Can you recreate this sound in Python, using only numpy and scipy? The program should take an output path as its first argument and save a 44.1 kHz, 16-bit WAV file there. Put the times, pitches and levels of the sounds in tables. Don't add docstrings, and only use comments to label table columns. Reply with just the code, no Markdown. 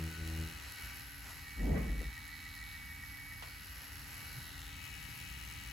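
import sys
import numpy as np
from scipy import signal
from scipy.fft import rfft, irfft, next_fast_len
from scipy.io import wavfile
from scipy.ndimage import map_coordinates

SR = 44100
rng = np.random.default_rng(int(sys.argv[2]) if len(sys.argv) > 2 else 0)


def master(y):
    cut = np.clip(np.atleast_2d(y).T, -1, 1)
    pcm = np.round(cut * 32767)
    wavfile.write(sys.argv[1], SR, pcm.astype(np.int16))


N = 252428

TURN_HZ = 80.4
CAGE_CYCLE_S = 0.286
REGRIP_S = 0.36

# start in seconds, end in seconds.
ASIDE = (1.41, 3.43)
# start in seconds, end in seconds.
TURNED = (4.66, 6)
# start in seconds, end in seconds.
REACH = (4.2, 4.58)


def pen(turns, left_db=2.0, aside_left_db=-1.8, turned_left_db=3.5):
    # frequency in Hz, relative level in dB per Hz.
    housing_shape = [(200, -8.5), (450, -14), (660, -20), (810, -5.5), (1000, -6), (1100, -7.5),
                     (1260, -1.5), (1550, -0.5), (1800, 2.5), (2150, -1), (2600, -3.5), (4000, -43)]
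    # frequency in Hz, relative level in dB per Hz.
    low_whirr_shape = [(200, -9), (400, -3), (700, -7), (1100, -36), (3000, -70)]
    # frequency in Hz, relative level in dB per Hz.
    brush_shape = [(700, -45), (1500, -20), (2200, -2), (2600, -1), (3000, -0.5), (3400, -7), (4200, -2.5),
                   (5500, -15), (9000, -64)]
    # frequency in Hz, relative level in dB per Hz.
    hiss_shape = [(700, -25), (2500, -39), (4200, 0.5), (5500, 6), (6500, 8), (7600, 6.5), (8900, 8),
                  (10400, 6.5), (11500, 7), (13000, 4), (15000, 2), (15800, -9)]
    tonal = .65
    housing = coloured(rasp(turns, tonal, side_db=-3.0), housing_shape)
    housing *= pose(-55.5, follows=0.8, aside_db=0.5, turned_db=-1.5)
    low_whirr = coloured(rasp(turns, tonal, side_db=1.0), low_whirr_shape)
    low_whirr *= pose(-67.0, follows=2.4, aside_db=-7.0, turned_db=-4.5)
    brushes = coloured(rasp(turns, tonal, side_db=-25), brush_shape)
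    brushes *= pose(-58.0, follows=0.81, aside_db=-2.0, turned_db=1.0)
    hiss = coloured(spread(chatter(turns, repeat=0.14), side_db=0.5), hiss_shape)
    hiss *= pose(-55.5, follows=1.46, aside_db=-0.6, turned_db=-0.5)
    shake = amp(-62) * tones(turns, [(1, 0)], waver_db=3, skew=.05)
    lean = pose(left_db, follows=0.19, aside_db=aside_left_db, turned_db=turned_left_db)
    sides = lean ** np.array([[.5], [-.5]])
    whirr = (flare(turns, tonal) + housing + bearing(turns) + low_whirr + brushes) * sides ** 0.77
    singing = (gears(turns) + whine(turns)) * sides ** 2.5
    crisp = (drive(turns) + hiss) * sides ** 0.22
    return hollowed(whirr + singing + crisp) + shake


def drive(turns, tremble_db=1.74):
    # frequency in Hz, relative level in dB per Hz.
    end_shape = [(500, -40), (1000, -2), (1600, -5.5), (2900, 3.5), (3400, -1.5), (4200, -8), (5300, -3),
                 (6200, -2.5), (7400, -0.5), (8200, -5.5), (8900, 5), (10400, -7), (11300, 1.5),
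                 (12200, -3.5), (13000, -4), (15500, -6)]
    # frequency in Hz, relative level in dB per Hz.
    return_shape = [(500, -30), (1100, -40), (2600, -11), (4800, 11), (6800, -12), (9000, -11),
                    (10400, -11), (11200, 18), (12200, 13), (13000, 12), (15000, -6), (15800, -10)]
    # frequency in Hz, relative level in dB per Hz.
    top_shape = [(500, -38), (1000, -16), (1600, 9.5), (2800, -11), (5600, 1.5), (6600, -16), (9000, -14),
                 (10400, -4.5), (11300, 9.5), (12200, 4.5), (13000, 1), (15500, -4)]
    # time in seconds, level in dB.
    treble_levels = [(0, -67), (.55, -69), (.75, -56), (1.47, -56.5), (1.65, -62), (2.6, -60), (2.9, -57.5),
                     (3.6, -57), (4.42, -55.5), (4.78, -66), (5.13, -52), (5.5, -64)]
    # start in seconds, end in seconds, added level in dB.
    tube_swells = [(-.2, .55, -68.5), (0.582, .85, -63.5), (1.382, 1.552, -67.5), (1.945, 2.8, -64),
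                   (3.423, 3.6, -66), (4.253, 4.76, -64.5)]
    treble_db, = curves(treble_levels)
    ring = amp(-71.5)
    for start, stop, db in tube_swells:
        ring = ring + amp(db) * held(start, stop, fade=0.22)
    end = ticks(turns, at=.17, decay=0.0013, spectrum=end_shape, side_db=-8.0, contact_db=-11.0)
    end *= pose(-54.5, follows=1.35, aside_db=-1.5, turned_db=0.0)
    first_ring = tube(turns, at=.22, side_db=-18, contact_db=7)
    second_ring = amp(-7.5) * tube(turns, at=.6, side_db=-23, contact_db=9)
    rung = ring * (first_ring + second_ring)
    back = ticks(turns, at=.57, decay=0.00094, spectrum=return_shape, side_db=0.5, contact_db=-7.5)
    back *= pose(-3.0, follows=-.1, aside_db=0.5, turned_db=-2.5)
    top = ticks(turns, at=0.97, decay=0.00087, spectrum=top_shape, side_db=-1, contact_db=-9)
    top *= pose(-0.34, follows=-0.18, aside_db=-3.0, turned_db=-9)
    load = amp(1.1 * wobble(14))
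    return end * amp(tremble_db * wobble(25.01)) + (rung + (back + top) * amp(treble_db)) * load


def ticks(turns, at, decay, spectrum, side_db, contact_db):
    play = .0055 * wobble(2 * TURN_HZ)
    position = turns + play - at + 2
    lap, part = np.divmod(position, 1)
    size_db = .7 * rng.standard_normal(int(6 * TURN_HZ) + 9)
    size = amp(size_db)[lap.astype(int)]
    contact = unit(np.diff(lap, prepend=lap[0])) * [[1], [0]]
    rattle = unit(chatter(position, repeat=.6) * np.exp(-part / TURN_HZ / decay))
    return ringing(spread(rattle + amp(contact_db) * contact, side_db) * size, spectrum)


def tube(turns, at, side_db, contact_db):
    # frequency in Hz, relative level in dB per Hz.
    tube_shape = [(800, -54), (2500, -10.5), (3300, -8.5), (3700, 3), (4000, 6), (4350, 2), (4800, -6),
                  (5400, -13), (8000, -24.5)]
    # time in seconds, pitch in Hz.
    tube_pitch = [(0, 4230), (.7, 4230), (.9, 4050), (1.5, 4300), (1.95, 3920), (2.55, 4150), (2.95, 3750),
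                  (3.45, 4330), (3.7, 4680), (4.25, 4350), (4.62, 3730), (5.7, 4000)]
    pitch_hz, = curves(tube_pitch)
    knocks = ticks(turns, at, decay=0.00053, spectrum=tube_shape, side_db=side_db, contact_db=contact_db)
    age = ((turns - at + .1) % 1 - .1) / TURN_HZ
    shift = np.exp(2j * np.pi * (pitch_hz - 4000) * age)
    return np.real(signal.hilbert(knocks, next_fast_len(N))[:, :N] * shift)


def bearing(turns):
    # seconds into the cycle, peak in dB, half length in seconds.
    catches = [(0, -52, 0.0086), (0.109, -55.5, 0.0063), (.16, -56.5, .016)]
    band = [(1200, -90), (1700, -80), (1810, 5), (1920, 8.5), (2010, 8.5), (2080, -34), (2600, -87)]
    first_s = 1.606
    cage = 0
    for s, db, length in catches:
        cycles = (clock() - first_s - s) / CAGE_CYCLE_S
        from_catch = (cycles + .5) % 1 * CAGE_CYCLE_S - CAGE_CYCLE_S / 2
        cage = cage + amp(db) * np.exp(-(from_catch / length) ** 2)
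    pulse = 1 + 0.37 * np.cos(2 * np.pi * (turns - .25))
    level = pose(-62.5, follows=0.27, aside_db=3.5, turned_db=-0.5) + cage * held(*ASIDE, REGRIP_S)
    return level * pulse * even(band, side_db=-30.0)


def gears(turns):
    # multiple of the turn rate, level in dB before the nearness acts, change when held aside
    # in dB before a common cut, change when turned in dB.
    motor_orders = [(9, -79, -6, -8), (10, -76, 5, -4), (11, -79, 7, -7), (12, -77, 6, -2),
                    (15, -81, 7, -6), (16, -71.5, 5, -1), (17.25, -73, -4, -7), (18.52, -64.5, -6, -13),
                    (19.3, -65.5, -6, -11), (20.5, -73, -3, -4), (21.23, -76, 3, 3), (22.8, -71, 0, -5),
                    (24, -66.5, -1, -4), (27, -74, 0, 5), (32, -66.5, -5, 0), (36, -64.5, -7, -5),
                    (37, -77, -3, 2), (40, -80, -3, -1), (48, -76, -2, 0), (49, -76, -2, -4),
                    (51, -75.5, 0, -6), (54, -77, -2, -4), (56, -75, -3, -2)]
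    out = 0
    for order, db, aside, turned in motor_orders:
        level = pose(db, follows=2.17, aside_db=aside - 3.5, turned_db=turned)
        out = out + level * tones(turns, [(order, 0)], waver_db=2.5, skew=0.57)
    return out


def whine(turns):
    # multiple of the turn rate, relative level in dB.
    whine_orders = [(28, -2), (29, -15)]
    # start in seconds, end in seconds, added level in dB, rise and fall in seconds.
    whine_swells = [(0.755, 0.966, -58.5, 0.07), (1.44, 3.543, -57, 0.29), (4.16, 4.395, -58, 0.17),
                    (4.7, 6, -65.5, 0.2)]
    sing = amp(-70.5)
    for start, end, db, fade in whine_swells:
        sing = sing + amp(db) * held(start, end, fade)
    return sing * tones(turns, whine_orders, waver_db=0.8, skew=0.39)


def flare(turns, tonal):
    flare_span = (.77, 0.94)
    # frequency in Hz, relative level in dB per Hz.
    flare_shape = [(1100, -25), (1520, 8), (1680, -2), (1850, 5), (2200, 1), (2550, -14), (2900, -3),
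                   (3500, -18), (4500, -10), (6000, -12), (8000, -30)]
    return amp(-55) * held(*flare_span, fade=0.068) * coloured(rasp(turns, tonal, side_db=-11), flare_shape)


def hollowed(x):
    hollow_span = (4.35, 4.68)
    centre_hz, width_hz, band_db = 2440, 210, -8
    band = filtered(x, lambda hz: np.exp(-((hz - centre_hz) / width_hz) ** 2))
    return x - (1 - amp(band_db)) * held(*hollow_span, fade=.16) * band


def pose(db, follows, aside_db, turned_db):
    # time in seconds, gain in dB where follows is 1.
    nearness = [(0, -0.5), (.36, .3), (.62, -0.8), (.77, -0.9), (.95, -1.5), (1.15, -3.5), (1.32, -2.7),
                (1.62, -2), (2.5, -2.5), (3.28, -3.5), (3.72, -3), (4.33, -1.35), (4.58, -1.3),
                (4.85, -0.5), (5.72, -0.5)]
    near_db, = curves(nearness)
    hold_db = aside_db * held(*ASIDE, REGRIP_S) + turned_db * held(*TURNED, REGRIP_S)
    return amp(db + follows * near_db + hold_db)


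def bright_bursts():
    # time in seconds, peak in dB.
    burst_list = [(0.721, -40), (2.279, -44)]
    t60_s = 0.013
    t = clock()
    level = sum(amp(db - 60 * np.abs(t - s) / t60_s) * (t >= s) for s, db in burst_list)
    return level * noise([(1500, -23), (4000, -2), (12000, 15), (15500, -8)], side_db=-10)


def orange(turns, stab=0.926, lag=0.254, overtone_db=-4):
    # start in seconds, end in seconds, base level in dB.
    presses = [(0, 0.064, -40), (.215, .37, -41.5), (0.4, 0.42, -38.5)]
    # multiple of the turn rate, relative level in dB.
    peel_orders = [(2, 2.5), (3, -6.5), (4, -3.5), (5, -13), (6, -16.5), (7, -19), (9, -22.5), (10, -30)]
    lift_off_s = 0.594
    hum = np.max([amp(db) * swell(start, end, rise_db_per_s=214, fall_db_per_s=225)
                  for start, end, db in presses], axis=0)
    touch = np.max([amp(db) * swell(start, end, rise_db_per_s=136, fall_db_per_s=116)
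                    for start, end, db in presses], axis=0)
    angle = 2 * np.pi * (turns - stab)
    buzz = 0
    for order, db in peel_orders:
        wave = np.cos(order * angle - lag * (order - 2) ** 2)
        buzz = buzz + amp(db + 2.0 * wobble(11.0)) * wave
    push = hum * np.sqrt(2) * np.cos(angle) + amp(overtone_db) * touch * unit(buzz)
    return -push * held(-1, lift_off_s, fade=0.08) * amp([[.5], [-.5]])


def handling(rumble_db=-34, body_db=-35.0, rub_db=-41, scrape_db=-49.0):
    # frequency in Hz, relative level in dB per Hz.
    rumble_shape = [(18, -62), (26, -17), (33, -20), (43, 0.5), (60, -2.5), (90, -9), (130, -25),
                    (220, -47), (800, -110)]
    # frequency in Hz, relative level in dB per Hz.
    body_shape = [(30, -40), (70, -35), (140, 3.5), (260, 2), (350, -3), (450, -15), (700, -35),
                  (3000, -80)]
    # frequency in Hz, relative level in dB per Hz.
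    rub_shape = [(150, -29.5), (300, -6), (440, 0), (650, -6), (870, -8), (1100, -20.5), (2000, -47),
                 (6000, -80)]
    # frequency in Hz, relative level in dB per Hz.
    scrape_shape = [(250, -20), (650, -0.5), (880, -9), (1120, 1), (1350, -9), (1600, -4), (2100, -4),
                    (3000, -16), (6000, -35)]
    # time in seconds, peak in dB before the balance, pitch in Hz,
    # half length in seconds.
    thumps = [(1.651, -33, 54, .016), (1.726, -24, 66, 0.013), (1.917, -33, 49, 0.021),
              (1.994, -33, 49, 0.016), (2.074, -35, 54, 0.021), (4.384, -42.5, 127, 0.025)]
    start_s, peak_s, stop_s = 1.585, 1.723, 2.115
    lumps = amp(1.1 * wobble(90))
    rumble = amp(rumble_db) * swell(peak_s, peak_s, rise_db_per_s=20, fall_db_per_s=41)
    rumble = rumble * even(rumble_shape, side_db=-19)
    body = amp(body_db) * swell(peak_s, peak_s, rise_db_per_s=73, fall_db_per_s=59.5)
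    body = body * even(body_shape, side_db=-14)
    rub = amp(rub_db) * swell(peak_s, peak_s, rise_db_per_s=98, fall_db_per_s=77)
    rub = rub * even(rub_shape, side_db=0.5)
    scrape = amp(scrape_db) * swell(1.76, 1.786, rise_db_per_s=600, fall_db_per_s=106)
    scrape = scrape * noise(scrape_shape, side_db=-1)
    out = (rumble + (body + rub + scrape) * lumps) * held(start_s, stop_s, fade=0.08)
    for s, db, hz, length in thumps:
        age = clock() - s
        out += amp(db) * np.exp(-(age / length) ** 2) * np.cos(2 * np.pi * hz * age)
    scuff = amp(-51.5) * swell(2.012, 2.032, rise_db_per_s=1200, fall_db_per_s=450)
    scuff = scuff * noise(tilted(rub_shape, -11), side_db=-9.0)
    return (out + scuff) * amp([[.4], [-.4]])


def gloves():
    # time in seconds, peak in dB before the slipping, half length in seconds.
    rustles = [(0.66, -58, 0.071), (0.886, -61.5, 0.13), (1.298, -55, 0.086), (3.3, -67.5, .08),
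               (3.46, -63.5, .035), (3.816, -61.5, 0.11), (4.22, -59.5, .2)]
    # frequency in Hz, relative level in dB per Hz.
    glove_shape = [(200, 2), (650, 7.5), (1100, 13.5), (1550, 13), (2700, 6), (3600, 3), (5500, 6),
                   (8000, 6), (15000, -24)]
    # time in seconds, peak in dB, time to fall by 60 dB in seconds,
    # brightness in dB per octave.
    tap_list = [(3.171, -51, 0.027, 3.5), (3.424, -43, 0.075, 1), (3.438, -51, 0.065, -1.5),
                (3.474, -50.5, 0.045, -2)]
    # frequency in Hz, relative level in dB per Hz.
    tap_shape = [(200, -10), (450, -1), (700, 4), (1050, 9), (1500, 1), (2400, 0), (3150, 3.5), (4000, -8),
                 (9000, -11), (15000, -22)]
    t = clock()
    slide = sum(amp(db) * np.exp(-((t - s) / length) ** 2) for s, db, length in rustles)
    taps = 0
    for s, db, t60, bright in tap_list:
        decay = amp(db - 60 * np.abs(t - s) / t60) * (t >= s)
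        taps = taps + decay * noise(tilted(tap_shape, bright), side_db=-2.5)
    slip = amp(1.8 * wobble(60))
    return slide * slip * noise(glove_shape, side_db=-14) + taps


def low_noise(level_db=-61):
    # frequency in Hz, relative level in dB per Hz.
    low_noise_shape = [(60, -30), (100, -3), (135, 0), (175, -5), (240, -20), (500, -45), (2000, -90)]
    level = amp(level_db + 2 * wobble(6)) * held(REACH[0], TURNED[1], fade=.2)
    return level * noise(low_noise_shape, side_db=-12)


def room_tone(rumble_db=-53, reach_db=2.5):
    # frequency in Hz, relative level in dB per Hz.
    air_shape = [(22, -62), (38, -7), (55, 6), (80, -2), (120, -4), (170, -11.5), (260, -17.5), (380, -36),
                 (600, -37), (2000, -52), (15000, -81)]
    # frequency in Hz, level in dB around which it wavers.
    room_hum = [(282, -69.5)]
    level = pose(rumble_db, follows=0.31, aside_db=0.5, turned_db=1.2)
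    level = level * amp(reach_db * held(*REACH, fade=0.39))
    hum = sum(np.sqrt(2) * amp(db + wobble(4.41)) * np.sin(2 * np.pi * hz * clock()) for hz, db in room_hum)
    return level * noise(air_shape, side_db=-12.0) * amp([[.4], [-.4]]) + hum


def walls(x):
    # frequency in Hz, time to fall by 60 dB in seconds.
    wall_t60 = [(200, 0.51), (2000, 0.16), (12000, 0.079)]
    hz, t, z = signal.stft(rng.standard_normal((2, SR // 3)), SR, nperseg=256)
    fading = z * amp(-60 * t / along(wall_t60, hz)[:, None])
    tail = signal.istft(fading, SR, nperseg=256)[1]
    return signal.fftconvolve(x, tail / np.linalg.norm(tail[0]), axes=1)[:, :N]


def tones(turns, orders, waver_db, skew):
    out = np.zeros((2, N))
    for order, db in orders:
        phase = 2 * np.pi * (order * turns + rng.random()) + skew * rng.standard_normal((2, 1))
        out += np.sqrt(2) * amp(db + waver_db * wobble(7)) * np.sin(phase)
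    return out


def rasp(turns, tonal, side_db):
    laps = round(CAGE_CYCLE_S * TURN_HZ)
    size = int(laps * SR / TURN_HZ)
    k = np.arange(size // 2 + 1)
    lines = np.where(k % laps == 0, .7, rng.random((2, len(k))) < .12)
    pattern = unit(irfft(lines * np.exp(2j * np.pi * rng.random(lines.shape)), size))
    partials = pattern[:, (turns / laps % 1 * size).astype(int)]
    return spread(np.sqrt(tonal) * partials + np.sqrt(1 - tonal) * rng.standard_normal((2, N)), side_db)


def chatter(turns, repeat):
    size = int(SR / TURN_HZ)
    pattern = rng.standard_normal((2, size))[:, (turns % 1 * size).astype(int)]
    share = np.clip(repeat, 0, 1)
    return np.sqrt(share) * pattern + np.sqrt(1 - share) * rng.standard_normal((2, N))


def ringing(x, spectrum):
    size = 2048
    cepstrum = irfft(np.log(amp(along(spectrum, np.fft.rfftfreq(size, 1 / SR)))))
    cepstrum[1:size // 2] *= 2
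    cepstrum[size // 2 + 1:] = 0
    body = irfft(np.exp(rfft(cepstrum)))
    return unit(signal.fftconvolve(x, body[None], axes=1)[:, :N])


def noise(spectrum, side_db):
    return coloured(spread(rng.standard_normal((2, N)), side_db), spectrum)


def even(spectrum, side_db):
    pair = coloured(rng.standard_normal((2, N)), spectrum)
    for _ in range(2):
        pair = coloured(np.sign(pair), [(hz, db / 2) for hz, db in spectrum])
    return spread(pair, side_db)


def spread(pair, side_db):
    mid, side = pair[0], pair[1] * amp(side_db)
    return unit(np.array([mid + side, mid - side]))


def coloured(x, spectrum):
    return unit(filtered(x, lambda hz: amp(along(spectrum, hz))))


def filtered(x, response):
    m = next_fast_len(N + SR // 2)
    return irfft(rfft(x, m) * response(np.fft.rfftfreq(m, 1 / SR)), m)[..., :N]


def tilted(spectrum, slope):
    return [(hz, db + slope * np.log2(hz)) for hz, db in spectrum]


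def held(start, end, fade):
    inside = np.minimum(clock() - start, end - clock())
    return .5 + .5 * np.sin(np.pi * np.clip(inside / fade, -.5, .5))


def swell(start, end, rise_db_per_s, fall_db_per_s):
    t = clock()
    return amp(-rise_db_per_s * np.maximum(start - t, 0) - fall_db_per_s * np.maximum(t - end, 0))


def wobble(rate):
    knots = rng.standard_normal(int(N * rate / SR) + 4)
    grid = np.arange(len(knots) * 10) / 10
    return np.interp(clock() * rate, grid, map_coordinates(knots, [grid]))


def curves(rows):
    s, *cols = np.transpose(rows)
    return [np.interp(clock(), s, c) for c in cols]


def along(points, hz):
    f, v = np.transpose(points)
    return np.interp(np.log(hz + 1), np.log(f + 1), v)


def amp(db):
    return 10 ** (np.asarray(db) / 20)


def unit(x):
    return x / np.sqrt(np.mean(x ** 2) + 1e-20)


def clock():
    return np.arange(N) / SR


def scene():
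    turns = np.cumsum(TURN_HZ + .06 * wobble(5)) / SR
    near = pen(turns) + bright_bursts() + gloves()
    return near + amp(-12.5) * walls(near) + orange(turns) + handling() + low_noise() + room_tone()


def record(dry, low_cut_hz=27):
    # frequency in Hz, phase of left against right in half turns.
    treble_phase = [(7400, 0), (8600, 1), (9500, 1), (10500, 2), (11600, 2), (12700, 3), (13600, 3),
                    (14800, 4)]
    mono_above_hz, cut_hz = 6300, 15850
    sign = np.array([[1], [-1]])

    def phase(hz):
        return np.pi * along(treble_phase, hz)

    def turned(hz):
        return np.exp(-.5j * sign * phase(hz))

    def side_gain(hz):
        return np.where(hz < mono_above_hz, 1, np.abs(np.sin(phase(hz))))

    mid = filtered((dry[0] + dry[1]) / 2, turned)
    side = filtered((dry[0] - dry[1]) / 2, lambda hz: sign * turned(hz) * side_gain(hz))
    return filtered(mid + side, lambda hz: (hz < cut_hz) / np.sqrt(1 + (low_cut_hz / (hz + 1)) ** 10))


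dry = scene()
out = record(dry)
master(out)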